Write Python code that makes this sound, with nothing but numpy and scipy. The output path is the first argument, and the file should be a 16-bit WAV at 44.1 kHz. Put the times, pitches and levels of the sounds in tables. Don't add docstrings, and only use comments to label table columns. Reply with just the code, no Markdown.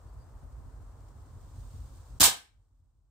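import sys
import numpy as np
from scipy import signal
from scipy.fft import rfft, irfft
from scipy.io import wavfile
from scipy.ndimage import uniform_filter1d

SR = 44100
rng = np.random.default_rng(int(sys.argv[2]) if len(sys.argv) > 2 else 0)


def wrap_up_sound(samples):
    columns = np.atleast_2d(samples).T
    tamed = np.clip(columns, -1, 1)
    steps = np.round(tamed * 32767).astype(np.int16)
    wavfile.write(sys.argv[1], SR, steps)


N = 136710

# (frequency [Hz], density level [dB per Hz])
PLATE_COLOUR = [(60, -12), (250, -11), (400, -15.5), (550, -13), (760, -2), (1150, -7), (1550, -1.5),
                (1900, -5.5), (2500, -5), (3100, 0.5), (4400, 1), (6200, 0), (8000, 3.5), (10700, -6),
                (12000, -4), (15500, -7)]
PLATE_START_S = 2.2288


def amp(db):
    return 10 ** (np.asarray(db) / 20)


def unit(x):
    return x / np.sqrt(np.mean(x ** 2) + 1e-20)


def read(points, hz):
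    f, value = np.transpose(points)
    return np.interp(np.log(hz + 1), np.log(f + 1), value)


def level(points):
    return amp(np.interp(np.arange(N) / SR, *np.transpose(points)))


def add(mix, s, sound):
    part = mix[:, round(s * SR):][:, :sound.shape[-1]]
    part += sound[..., :part.shape[-1]]


def colour(x, points, share=1):
    size = 8192
    hz = abs(np.fft.fftfreq(size, 1 / SR))
    log_gain = np.log(amp(share * read(points, hz)))
    response = np.exp(np.conj(signal.hilbert(log_gain)))
    taps = np.fft.ifft(response).real[:size // 2]
    return signal.fftconvolve(x, taps[None], axes=1)[:, :x.shape[1]]


def noise(spectrum, likeness, size):
    hz = np.fft.rfftfreq(size, 1 / SR)
    mid, side = rfft(rng.standard_normal((2, size)))
    same = np.clip(read(likeness, hz), -1, 1)
    mid = mid * np.sqrt(1 + same)
    side = side * np.sqrt(1 - same)
    left_right = np.array([mid + side, mid - side])
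    return unit(irfft(left_right * amp(read(spectrum, hz)), size))


def fall(t, t60):
    return np.exp(-np.log(1000) * np.maximum(t, 0) / t60)


def swell(t, rise, t60):
    return np.minimum(t / rise, 1) * fall(t - rise, t60)


def die_away(x, t60s, hold=0):
    hz, t, z = signal.stft(x, SR, nperseg=256)
    z = z * fall(t - hold, read(t60s, hz)[:, None])
    return signal.istft(z, SR, nperseg=256)[1][:, :x.shape[1]]


def drift(slow_hz, fast_hz):
    t = np.arange(N) / SR
    rates = np.geomspace(slow_hz, fast_hz, num=20)
    return unit(sum(np.sin(2 * np.pi * (f * t + rng.random())) for f in rates))


def metal(spectrum, size):
    # (frequency [Hz], likeness [0-1])
    shot_likeness = [(100, 0.3), (500, 0.8), (1200, 0.34), (3000, 0.03), (8000, 0)]
    bunch_db, bunch_spacing_hz = 2.3, 70
    hz = np.fft.rfftfreq(size, 1 / SR)
    rows = rng.standard_normal((3, 1024))
    bunches = [np.interp(hz / bunch_spacing_hz, np.arange(len(row)), row) for row in rows]
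    peaks_db = bunch_db * (np.array(bunches[1:]) + bunches[0]) / np.sqrt(2)
    return unit(irfft(rfft(noise(spectrum, shot_likeness, size)) * amp(peaks_db), size))


def rifle():
    # (time [s], click peak [dB], rattle level [dB], rattle rise [s], rattle t60 [s])
    knocks = [(2.1995, -2.5, -10.5, .002, .04), (2.2062, 17.5, 4.5, .0003, 0.051),
              (2.2110, 5, 3.5, 0.0023, 0.14), (2.2179, 9.5, 5, 0.0017, 0.031)]
    # (frequency [Hz], density level [dB per Hz])
    action_colour = [(40, -2), (120, -4.5), (280, -8.5), (600, -8.5), (1000, -7), (1450, -3.5),
                     (2200, -9.5), (3200, -1.5), (5100, 0), (5900, -1), (7400, 2), (10500, -7.5),
                     (12000, -5), (15500, -4.5)]
    # (frequency [Hz], peak level [dB], rise [s], t60 [s])
    stock_modes = [(73, -11, .017, .12), (134, -21, .014, 0.087), (281, -12, 0.0026, 0.13)]
    recoil_s = 2.2012
    out = np.zeros((2, N))
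    t = np.arange(SR // 2) / SR
    click = colour(signal.unit_impulse(len(t))[None], action_colour)
    click = click / abs(click).max()
    for s, click_db, rattle_db, rise, t60 in knocks:
        rattle = metal(action_colour, len(t)) * swell(t, rise, t60)
        add(out, s, amp(click_db) * click + amp(rattle_db) * rattle)
    for hz, db, rise, t60 in stock_modes:
        thud = np.sin(2 * np.pi * hz * t) * swell(t, rise, t60)
        add(out, recoil_s, amp(db) * thud)
    return out


def pellet():
    # (time [s], level [dB], half the decay time constant [s], right-ear lead [s])
    blows = [(2.229, 15.5, 0.00024, .00012), (2.2298, 10, 0.00019, -.00015)]
    ring_hz = 900
    out = np.zeros((2, N))
    for s, db, width, lead in blows:
        t = np.maximum(np.arange(N) / SR - s + np.array([[0], [lead]]), 0)
        ring = np.cos(2 * np.pi * ring_hz * t + np.pi / 6)
        out -= amp(db) * (t > 0) * np.exp(-t / (2 * width)) * ring
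    return out


def plate():
    # (frequency [Hz], t60 [s])
    crash_t60 = [(100, .25), (1000, 0.23), (4000, 0.21), (8000, .16), (15000, 0.12)]
    # (frequency [Hz], peak level [dB], t60 [s])
    clear_modes = [(797, -18, 0.18), (2096, -23.5, 0.18), (3120, -14.5, .16), (3700, -12, .18),
                   (3932, -12, 0.21), (4340, -13.5, .26), (5360, -8, 0.21), (7371, -10.5, .18),
                   (7650, -10, .16), (7838, -6, .17), (8610, -1.5, 0.12), (8930, -7.5, .15),
                   (9315, -11.5, .15), (14010, -10, .13)]
    crash_db, crash_rise_s, crash_hold_s, ring_rise_s = 5, 0.00056, 0.03, 0.015
    out = np.zeros((2, N))
    t = np.arange(SR) / SR
    crash = die_away(metal(PLATE_COLOUR, SR), crash_t60, crash_hold_s)
    add(out, PLATE_START_S, amp(crash_db) * crash * np.minimum(t / crash_rise_s, 1))
    for hz, db, t60 in clear_modes:
        ring = np.sin(2 * np.pi * (hz * t + rng.random((2, 1))))
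        add(out, PLATE_START_S, amp(db) * ring * swell(t, ring_rise_s, t60))
    return out


def rattles():
    # (time [s], click peak [dB], thud level [dB], thud pitch [Hz])
    plate_knocks = [(2.238, 2.5, -13, 60.3), (2.249, 6, 5.5, 2703), (2.2533, 9.5, -17.5, 129.2),
                    (2.2565, 9, -19, 260), (2.2675, 2, -3, 851.3), (2.279, 1, -5, 480.4)]
    thud_cycles = 9
    out = np.zeros((2, N))
    t = np.arange(SR // 2) / SR
    click = colour(signal.unit_impulse(len(t))[None], PLATE_COLOUR)
    click = click / abs(click).max()
    for s, click_db, thud_db, hz in plate_knocks:
        thud = np.sin(2 * np.pi * hz * t) * fall(t, thud_cycles / hz)
        add(out, s, amp(click_db) * click + amp(thud_db) * thud)
    return out


def garden(x):
    # (frequency [Hz], t60 [s])
    echo_t60 = [(100, .35), (700, 0.31), (2000, 0.3452), (4500, 0.3028), (8000, 0.273), (14000, .25)]
    # (frequency [Hz], gain [dB])
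    echo_colour = [(60, -17.5), (250, -12), (800, -11.5), (2000, -12), (4500, -18), (8000, -17),
                   (15000, -17.5)]
    delay_s = .02
    taps = rng.choice([-1, 1], (2, SR)) * (rng.random((2, SR)) < 1 / 20)
    tail = die_away(taps, echo_t60)
    tail = colour(tail / np.linalg.norm(tail, axis=1, keepdims=True), echo_colour)
    out = np.zeros((2, N))
    add(out, delay_s, signal.fftconvolve(x, tail, axes=1))
    return out


def bird():
    # (time [s], length [s], pitch [Hz], rms level before the fades [dB])
    chirps = [(.08, 0.037, 4600, -80), (.17, 0.082, 4760, -77)]
    spread_hz = 100
    out = np.zeros((2, N))
    for s, length, hz, db in chirps:
        size = round(length * SR)
        band = np.exp(-((np.fft.rfftfreq(size, 1 / SR) - hz) / spread_hz) ** 2 / 2)
        call = unit(irfft(rfft(rng.standard_normal((2, size))) * band, size))
        add(out, s, amp(db) * np.sqrt(np.hanning(size)) * call)
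    return out


def background():
    # (frequency [Hz], likeness [0-1])
    air_likeness = [(50, .88), (150, .88), (400, .75), (1000, .5), (2500, .1), (10000, .1)]
    # (frequency [Hz], relative density [dB per Hz])
    rumble_colour = [(15, -36.5), (27, -19), (37, -3.5), (49, 7.5), (62, -2), (80, 1), (108, -4),
                     (135, -11.5), (185, -26.5), (265, -21), (370, -36.5), (700, -61.5)]
    traffic_colour = [(100, -8), (300, -0.5), (500, 0), (750, -1), (1050, 0), (1550, -9), (2300, -21.5),
                      (4000, -37)]
    leaf_colour = [(1000, -16), (2500, -6), (4000, -2), (6000, -1.5), (8100, 1), (9300, -5), (10700, -13.5),
                   (13000, -10), (15500, -7)]
    # (time [s], level [dB])
    rumble_curve = [(0, -51), (.18, -45), (.3, -50.5), (.42, -45), (.55, -47), (.72, -44), (.9, -49.5),
                    (1.15, -47.5), (1.4, -46.5), (1.55, -45.5), (1.85, -43.5), (2.05, -51.5), (2.17, -45),
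                    (2.38, -48.5), (2.55, -43.5), (3.1, -46.5)]
    traffic_curve = [(0, -63), (1.1, -63.5), (2.1, -64), (2.6, -64), (3.1, -69)]
    leaf_curve = [(0, -74), (.5, -74.5), (.9, -74.5), (1.35, -72), (1.55, -68), (1.76, -66), (1.89, -68),
                  (1.96, -67), (2.06, -68.5), (2.6, -68), (3.1, -73)]
    # (time [s], level [dB])
    tick_events = [(1.005, -72), (1.083, -67.5), (1.70, -76), (1.97, -64)]
    rumble_swell_db, leaf_flicker_db, tick_t60_s = 2, 0.77, .09
    t = np.arange(N) / SR
    lumps = amp(rumble_swell_db * drift(slow_hz=4, fast_hz=14))
    rumble = noise(rumble_colour, air_likeness, N) * level(rumble_curve) * lumps
    traffic = level(traffic_curve) * noise(traffic_colour, air_likeness, N)
    rustle = level(leaf_curve) * amp(leaf_flicker_db * drift(slow_hz=5.1, fast_hz=70))
    ticks = sum(amp(db) * (t > s) * fall(t - s, tick_t60_s) for s, db in tick_events)
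    leaves = np.hypot(rustle, ticks) * noise(leaf_colour, air_likeness, N)
    return rumble + traffic + leaves


def scene():
    shot = rifle() + plate() + rattles()
    blow = pellet()
    echo = garden(shot + amp(-7) * blow)
    return shot + blow + echo + background() + bird()


def record(dry):
    # (frequency [Hz], balance [dB])
    balance = [(100, -.5), (1000, 3), (5000, 1.5), (7400, -4), (8500, -7.5), (9400, -8.5), (10600, -1.5),
               (12000, 0), (14500, -6.5)]
    limit_db, limit_share = -15.5, 0.91
    look_ahead_s, meter_s, recover_db_per_s = .009, .016, .3
    low_cut_hz, high_cut_hz = 35, 15600
    left = colour(dry[:1], balance, 0.44)
    right = colour(dry[1:], balance, -0.55)
    x = np.vstack([left, right])

    power = abs(uniform_filter1d((x ** 2).mean(0), round(meter_s * SR)))
    power_db = 10 * np.log10(power + 1e-12)
    recovery = np.arange(N) / SR * recover_db_per_s
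    held_db = np.maximum.accumulate(power_db + recovery) - recovery
    over_db = uniform_filter1d(np.maximum(held_db - limit_db, 0), size=256)
    ahead_db = np.interp(np.arange(N) + look_ahead_s * SR, np.arange(N), over_db)

    low_cut = signal.butter(N=4, Wn=low_cut_hz, btype="highpass", fs=SR, output="sos")
    x = signal.sosfilt(low_cut, x) * amp(-limit_share * ahead_db)
    high_cut = signal.firwin(255, high_cut_hz, window=("kaiser", 8), fs=SR)
    return signal.oaconvolve(x, high_cut[None], "same")


dry = scene()
out = record(dry)
wrap_up_sound(out)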